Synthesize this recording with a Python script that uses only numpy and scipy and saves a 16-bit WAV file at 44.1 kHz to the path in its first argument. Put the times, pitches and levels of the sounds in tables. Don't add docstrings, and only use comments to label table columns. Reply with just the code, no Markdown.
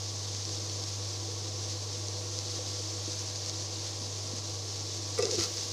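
import sys
import numpy as np
from scipy import signal
from scipy.fft import rfft, irfft, next_fast_len
from scipy.io import wavfile

SR = 44100
rng = np.random.default_rng(int(sys.argv[2]) if len(sys.argv) > 2 else 0)


def persist_wave(psi):
    counts = np.round(np.clip(psi, -1, 1) * 32767).astype(np.int16)
    wavfile.write(sys.argv[1], SR, np.atleast_2d(counts).T)


N = 252290
TIME = np.arange(N) / SR

# frequency in Hz, relative spectrum level in dB.
SIZZLE_COLOUR = [(700, -36), (1600, -15.5), (2400, -15), (3000, -12), (3400, -8), (4500, -1.5), (5400, 0),
                 (6500, -0.5), (6800, -5.5), (7400, -8.5), (8000, -15), (9900, -22), (11300, -29),
                 (13000, -31), (15400, -56)]
# frequency in Hz, relative level in dB, t60 in seconds.
PAN_MODES = [(338, -8, 0.063), (404, -6, 0.1), (470, -0.5, 0.061), (625, -14, 0.06), (694, -10, 0.076)]
# frequency in Hz, relative level in dB, t60 in seconds.
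WALL_MODES = [(897, -17, .075), (1070, -15, .06), (1190, -8.5, .085), (1337, -9, .075), (1470, -17, .05),
              (1985, -11, .06), (2190, -14, .06)]
# frequency in Hz, relative level in dB, t60 in seconds.
RIM_MODES = [(2610, -10, 0.047), (4170, -19, 0.036), (5080, -0.5, 0.053), (5600, -11, .04),
             (7560, -20, .025)]
# edge in dB, dull rubbing in dB, flare of the frying in dB, crunch of the onions in dB.
SHOVES = [(5.173, 0.01, -46, -48, -46, -44), (5.22, 0.029, -52, -38, -42, -42),
          (5.292, 0.071, -62, -44, -43, -40), (5.383, 0.038, -48, -56, -34.5, -36),
          (5.565, 0.061, -56, -72, -41.5, -43)]
SHOVE_ATTACK_S, SHOVE_RELEASE_S = 0.006, 0.025


def from_db(db):
    return 10 ** (np.asarray(db) / 20)


def rms_one(x):
    return x / np.sqrt(np.mean(x ** 2) + 1e-20)


def in_time(rows):
    s, *columns = np.transpose(rows)
    return [np.interp(TIME, s, column) for column in columns]


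def drift(rate_hz):
    r = np.exp(-80 * np.pi * rate_hz / SR)
    noise = rng.standard_normal(N // 40 + 2002)
    slow = signal.lfilter([1], [1, -2 * r, r * r], noise)[2000:]
    return np.interp(np.arange(N) / 40, np.arange(len(slow)), rms_one(slow))


def colour(x, spectrum):
    hz, db = np.transpose(spectrum)
    size = 2 * next_fast_len(N // 2 + 4096)
    grid = np.maximum(np.arange(size // 2 + 1) * SR / size, 1)
    gain = from_db(np.interp(np.log(grid), np.log(hz), db))
    cepstrum = irfft(np.log(gain))
    cepstrum[1:size // 2] *= 2
    cepstrum[size // 2 + 1:] = 0
    return irfft(rfft(x, size) * np.exp(rfft(cepstrum)))[:N]


def resonate(x, hz, width_hz):
    r = np.exp(-np.pi * width_hz / SR)
    zeros = np.array([1, 0, -1]) * (1 - r * r) / 2
    poles = [1, -2 * r * np.cos(2 * np.pi * hz / SR), r * r]
    return signal.lfilter(zeros, poles, x)


def ring(clicks, hz, t60):
    r = np.exp(-np.log(1000) / (t60 * SR))
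    w = 2 * np.pi * hz / SR
    return signal.lfilter([0, np.sin(w)], [1, -2 * r * np.cos(w), r * r], clicks + 1e-18)


def clicks_at(times, db):
    out = np.zeros(N)
    np.add.at(out, np.round(np.asarray(times) * SR).astype(int), from_db(db))
    return out


def grains(per_s, spread_db, largest):
    steps = np.minimum(rng.exponential(1, N), largest)
    sizes = from_db(spread_db * steps) * rng.choice([-1, 1], N)
    return rms_one(sizes * (rng.random(N) < per_s / SR))


def tone(hz):
    return np.sqrt(2) * np.sin(2 * np.pi * (np.cumsum(hz) / SR + rng.random()))


def swell(start, length, attack, release):
    since = np.maximum(TIME - start, 0)
    return (1 - np.exp(-since / attack)) * np.exp(-np.maximum(since - length, 0) / release)


def dying(times, db, decay_s):
    return signal.lfilter([1], [1, -np.exp(-1 / (decay_s * SR))], clicks_at(times, db) + 1e-18)


def coil(flutter_db=0.48, octave_db=-33):
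    # time in seconds, level in dB.
    resting_hum = [(0.1, -40), (2.12, -39.5), (2.24, -40), (2.77, -40.5), (3.51, -42), (5.0, -41)]
    level_db, = in_time(resting_hum)
    damping_db = -3 * swell(start=5.23, length=0.47, attack=0.014, release=0.014)
    rocking_db = 7.5 * np.exp(-((TIME - 5.395) / 0.014) ** 2)
    pitch = np.full(N, 100.06)
    hum = tone(pitch) + from_db(octave_db) * tone(2 * pitch)
    return from_db(level_db + damping_db + rocking_db + flutter_db * drift(3.9)) * hum


def fan(turn_hz=49.45, whine_hz=1129.3, air_db=-50.5, whine_db=-63.5, gust_db=0.7, wobble=0.00063, waver_db=1):
    # frequency in Hz, relative spectrum level in dB.
    air_colour = [(20, -5), (45, -10), (75, 1.5), (125, 5.5), (170, -2.5), (260, 2), (420, 0), (505, 2.5),
                  (540, -2.5), (585, 3), (640, 0.5), (900, -2), (1120, -1.5), (1500, -16), (3000, -14.5),
                  (9000, -30.5)]
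    # multiple of its turning rate, level in dB.
    rotor_orders = [(3, -62.5), (5, -68.5), (6, -66), (10, -61), (15, -70), (17, -73), (20, -66.5)]
    # frequency in Hz, nominal width in Hz, level in dB.
    housing_modes = [(133, 3.3, -69), (330, 18.3, -54), (371.4, 11, -65), (416, 22, -62), (458, 32, -57),
                     (495.7, 16, -55), (617, 45, -59.5), (771.5, 34, -62.5), (1043, 19, -70.5),
                     (1359, 11.6, -70)]
    air = from_db(air_db) * rms_one(colour(rng.standard_normal(N), air_colour))
    gusts = gust_db * drift(1.7)
    for hz, width, db in housing_modes:
        once = resonate(rng.standard_normal(N), hz, 2 * width)
        air += from_db(db + gusts) * rms_one(resonate(once, hz, 2 * width))
    speed = 1 + wobble * drift(1.88)
    rotor = np.zeros(N)
    for order, db in rotor_orders:
        rotor += from_db(db + waver_db * drift(4.2)) * tone(order * turn_hz * speed)
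    whine = from_db(whine_db + waver_db * drift(1.7)) * tone(whine_hz * speed)
    return air + rotor + whine


def vigour(gain_db=-0.5, restless_db=0.5, flare_attack_s=0.023, flare_release_s=0.07):
    # time in seconds, level in dB ahead of gain_db.
    simmer_levels = [(0.05, -39), (0.53, -37.5), (1.2, -39.5), (2.46, -38.5), (3.37, -38.5), (4.11, -39.5),
                     (5.15, -38.5)]
    level_db, = in_time(simmer_levels)
    simmer = from_db(gain_db + level_db + restless_db * drift(0.98))
    power = simmer ** 2
    for s, length, _, _, flare_db, _ in SHOVES:
        flare = from_db(flare_db) * swell(s, length, flare_attack_s, flare_release_s)
        power += flare ** 2
    return np.sqrt(power)


def frying(bubbles_per_s=9000, bubbles_db=-2, steam_db=-4.0, sputter_db=1.5,
           fizz_db=-8, fizz_per_s=140, fizz_width_hz=400, patchy_db=3.0):
    sputter = from_db(bubbles_db + sputter_db * drift(23))
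    bursts = sputter * grains(bubbles_per_s, spread_db=1.0, largest=4)
    fizz = np.zeros(N)
    for hz in np.linspace(2200, 14500, 36):
        spot = resonate(grains(fizz_per_s, spread_db=1.0, largest=5.8), hz, fizz_width_hz)
        fizz += from_db(patchy_db * drift(9.1)) * spot
    steam = from_db(steam_db) * rng.standard_normal(N)
    sizzle = bursts + from_db(fizz_db) * rms_one(fizz) + steam
    bare = rms_one(signal.sosfilt(signal.butter(2, 12000, "high", fs=SR, output="sos"), sizzle))
    since_bared = np.maximum(TIME - 5.38, 0)
    bared = from_db(-66 + 2 * drift(12)) * (1 - np.exp(-since_bared / 0.03))
    return vigour() * rms_one(colour(sizzle, SIZZLE_COLOUR)) + bared * bare


def pops(level_db=-0.5, width_hz=1500, ring_share=0.97, crack_db=-24, small_per_s=3.1, small_db=-28, small_spread_db=1.5):
    # time in seconds, snap in dB ahead of level_db, bubble pitch in Hz.
    large_pops = [(0.349, -22, 2300), (0.4527, -21.5, 5100), (0.493, -24, 2400), (0.6974, -23, 3400),
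                  (0.8386, -24, 5000), (2.0847, -23.5, 5500), (2.3891, -19, 5200), (3.1316, -24, 5600),
                  (3.193, -23.5, 5500), (3.3592, -24, 4800), (3.4615, -23.5, 5000), (3.4968, -20.5, 5400),
                  (5.2546, -16, 5000), (5.5715, -23.5, 4520), (5.581, -23.5, 5200)]
    small_sizes = from_db(small_db + small_spread_db * rng.standard_normal(N))
    out = (rng.random(N) < small_per_s / SR) * small_sizes
    for s, db, hz in large_pops:
        snap = clicks_at([s], [db])
        out += snap + ring_share * resonate(snap, hz, width_hz)
    height = np.abs(colour(clicks_at([0], [0]), SIZZLE_COLOUR)).max()
    crack = from_db(crack_db) * np.diff(out, prepend=0)
    return from_db(level_db) * (colour(out, SIZZLE_COLOUR) / height + crack)


def bumps(lowest_hz=50):
    # time in seconds, frequency in Hz, level in dB, t60 in seconds.
    soft_notes = [(2.088, 456, -37, 0.079), (2.59, 502, -37, 0.12), (2.672, 487, -39, 0.1),
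                  (3.078, 323, -35, 0.078), (4.013, 247, -38, 0.056), (4.335, 253, -31, 0.033),
                  (5.194, 130, -35, 0.042), (5.244, 214, -40, 0.05), (5.346, 230, -42, 0.04),
                  (5.376, 220, -38, 0.032), (5.385, 65, -41, 0.2), (5.411, 205, -44, 0.099),
                  (5.457, 191, -44, 0.09)]
    notes = sum(ring(clicks_at([s], [db]), hz, t60) for s, hz, db, t60 in soft_notes)
    return signal.sosfilt(signal.butter(2, lowest_hz, "high", fs=SR, output="sos"), notes)


def scrape(catches_per_s=350, width_hz=70, grit_db=-12, rim_db=-6, soft_hz=8000):
    edge_gain, rub_gain = np.zeros((2, N))
    for s, length, edge_db, rub_db, *_ in SHOVES:
        push = swell(s, length, SHOVE_ATTACK_S, SHOVE_RELEASE_S)
        edge_gain += from_db(edge_db) * push
        rub_gain += from_db(rub_db) * push
    catches = grains(catches_per_s, spread_db=6.5, largest=3.4)
    catches = signal.sosfilt(signal.butter(2, soft_hz, fs=SR, output="sos"), catches)

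    def excite(modes):
        return sum(from_db(db) * resonate(catches, hz, width_hz) for hz, db, t60 in modes)

    rub = rms_one(resonate(excite(PAN_MODES), 397, 230))
    edge = rms_one(excite(WALL_MODES))
    rim = rms_one(sum(resonate(catches, hz, width_hz) for hz, db, t60 in RIM_MODES))
    grit = rms_one(resonate(catches, 2300, 910))
    return rub_gain * rub + edge_gain * (edge + from_db(rim_db) * rim + from_db(grit_db) * grit)


def crunch(snaps_per_s=700, clump_rate_hz=60, clump_db=3):
    push = np.zeros(N)
    for s, length, *_, crunch_db in SHOVES:
        push += from_db(crunch_db) * swell(s, length, SHOVE_ATTACK_S, SHOVE_RELEASE_S)
    clumps = from_db(clump_db * drift(clump_rate_hz))
    snaps = clumps * grains(snaps_per_s, spread_db=1.5, largest=2.2)
    return push * rms_one(colour(snaps, SIZZLE_COLOUR))


def blows(scratch_s=0.0026, click_s=0.0019, click_hz=7600, click_width_hz=3000, click_top_hz=9800,
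          uneven_db=1.5, detune_hz=14, contact_s=0.0003):
    # time in seconds, thud in dB, wall ring in dB, rim ring in dB,
    # scratch in dB, click in dB.
    spatula_blows = [(5.1862, -34, -32, -44, -28, -30), (5.1905, -33, -28, -48, -38, -37),
                     (5.196, -32, -30, -46, -42, -58), (5.2055, -46, -40, -38, -36, -60),
                     (5.2241, -41, -42, -26, -25.5, -43), (5.233, -43, -40, -31, -40, -60),
                     (5.253, -43, -44, -42, -44, -54), (5.284, -44, -43, -42, -38, -60),
                     (5.317, -48, -52, -36, -35, -60), (5.3435, -50, -52, -34, -32, -55),
                     (5.3545, -48, -54, -35, -30, -55), (5.383, -35, -46, -38, -33, -60),
                     (5.3925, -40, -40, -35, -30, -52), (5.407, -42, -38, -38, -34, -55),
                     (5.4225, -46, -40, -35, -27, -50), (5.4303, -46, -39, -35, -28, -48),
                     (5.4374, -47, -41, -34, -27, -50), (5.444, -42, -37, -42, -36, -56),
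                     (5.457, -48, -48, -40, -33, -60)]
    s, thud_db, wall_db, rim_db, scratch_db, click_db = np.transpose(spatula_blows)
    out, t = np.zeros(N), TIME[:SR // 5]
    onset = 1 - np.exp(-t / contact_s)
    for modes, blow_db in ((PAN_MODES, thud_db), (WALL_MODES, wall_db), (RIM_MODES, rim_db)):
        hz, db, t60 = np.transpose(modes)[:, :, None]
        decay = np.exp(-np.log(1000) * t / t60)
        for at, strength_db in zip(s, blow_db):
            push, shift, side = rng.standard_normal((3, len(modes), 1))
            height = np.sign(side) * from_db(strength_db + db + uneven_db * push)
            ringing = height * np.sin(2 * np.pi * (hz + detune_hz * shift) * t)
            i = int(at * SR)
            out[i:i + len(t)] += (ringing * onset * decay).sum(axis=0)[:N - i]
    skid = dying(s, scratch_db, scratch_s) * rms_one(colour(rng.standard_normal(N), SIZZLE_COLOUR))
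    click_noise = rms_one(resonate(rng.standard_normal(N), click_hz, click_width_hz))
    click = dying(s, click_db, click_s) * click_noise
    return out + skid + signal.sosfilt(signal.butter(4, click_top_hz, fs=SR, output="sos"), click)


def judder(gain_db=-2.5, jitter=0.0345, lower_ratio=0.76, lower_wander=0.08, lower_db=-8, rough_db=2):
    # time in seconds, pitch in Hz, level in dB ahead of gain_db.
    groan_curve = [(5.186, 480, -36), (5.195, 452, -18.5), (5.203, 385, -29), (5.221, 405, -34),
                   (5.232, 494, -29), (5.255, 422, -33), (5.263, 463, -47), (5.27, 480, -36),
                   (5.301, 440, -34), (5.312, 419, -53), (5.326, 494, -31.5), (5.354, 432, -31),
                   (5.369, 411, -46), (5.385, 344, -28.5), (5.405, 328, -35.5), (5.435, 322, -49)]
    hz, level_db = in_time(groan_curve)
    start, end = groan_curve[0][0], groan_curve[-1][0]
    within = (TIME > start) & (TIME < end)
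    sliding = swell(5.235, 0.13, SHOVE_ATTACK_S, SHOVE_RELEASE_S)
    lower = from_db(lower_db) * sliding * tone(lower_ratio * hz * (1 + lower_wander * drift(31.5)))
    groan = tone(hz * (1 + jitter * drift(101)))
    strength = from_db(gain_db + level_db + rough_db * sliding * drift(70))
    return strength * within * (groan + lower)


def kitchen(x, t60=0.44, wet_db=-13, first_echo_s=0.0035):
    t = TIME[:SR // 2]
    tail = rng.standard_normal(len(t)) * np.exp(-np.log(1000) * t / t60) * (t > first_echo_s)
    return x + from_db(wet_db) * signal.fftconvolve(x, tail / np.linalg.norm(tail))[:N]


def scene():
    in_room = frying() + pops() + bumps() + scrape() + crunch() + blows() + judder()
    mono = coil() + fan() + kitchen(in_room)
    return np.stack([mono, mono])


def record(dry):
    return signal.sosfilt(signal.ellip(12, .1, 80, 15500, fs=SR, output="sos"), dry)


dry = scene()
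out = record(dry)
persist_wave(out)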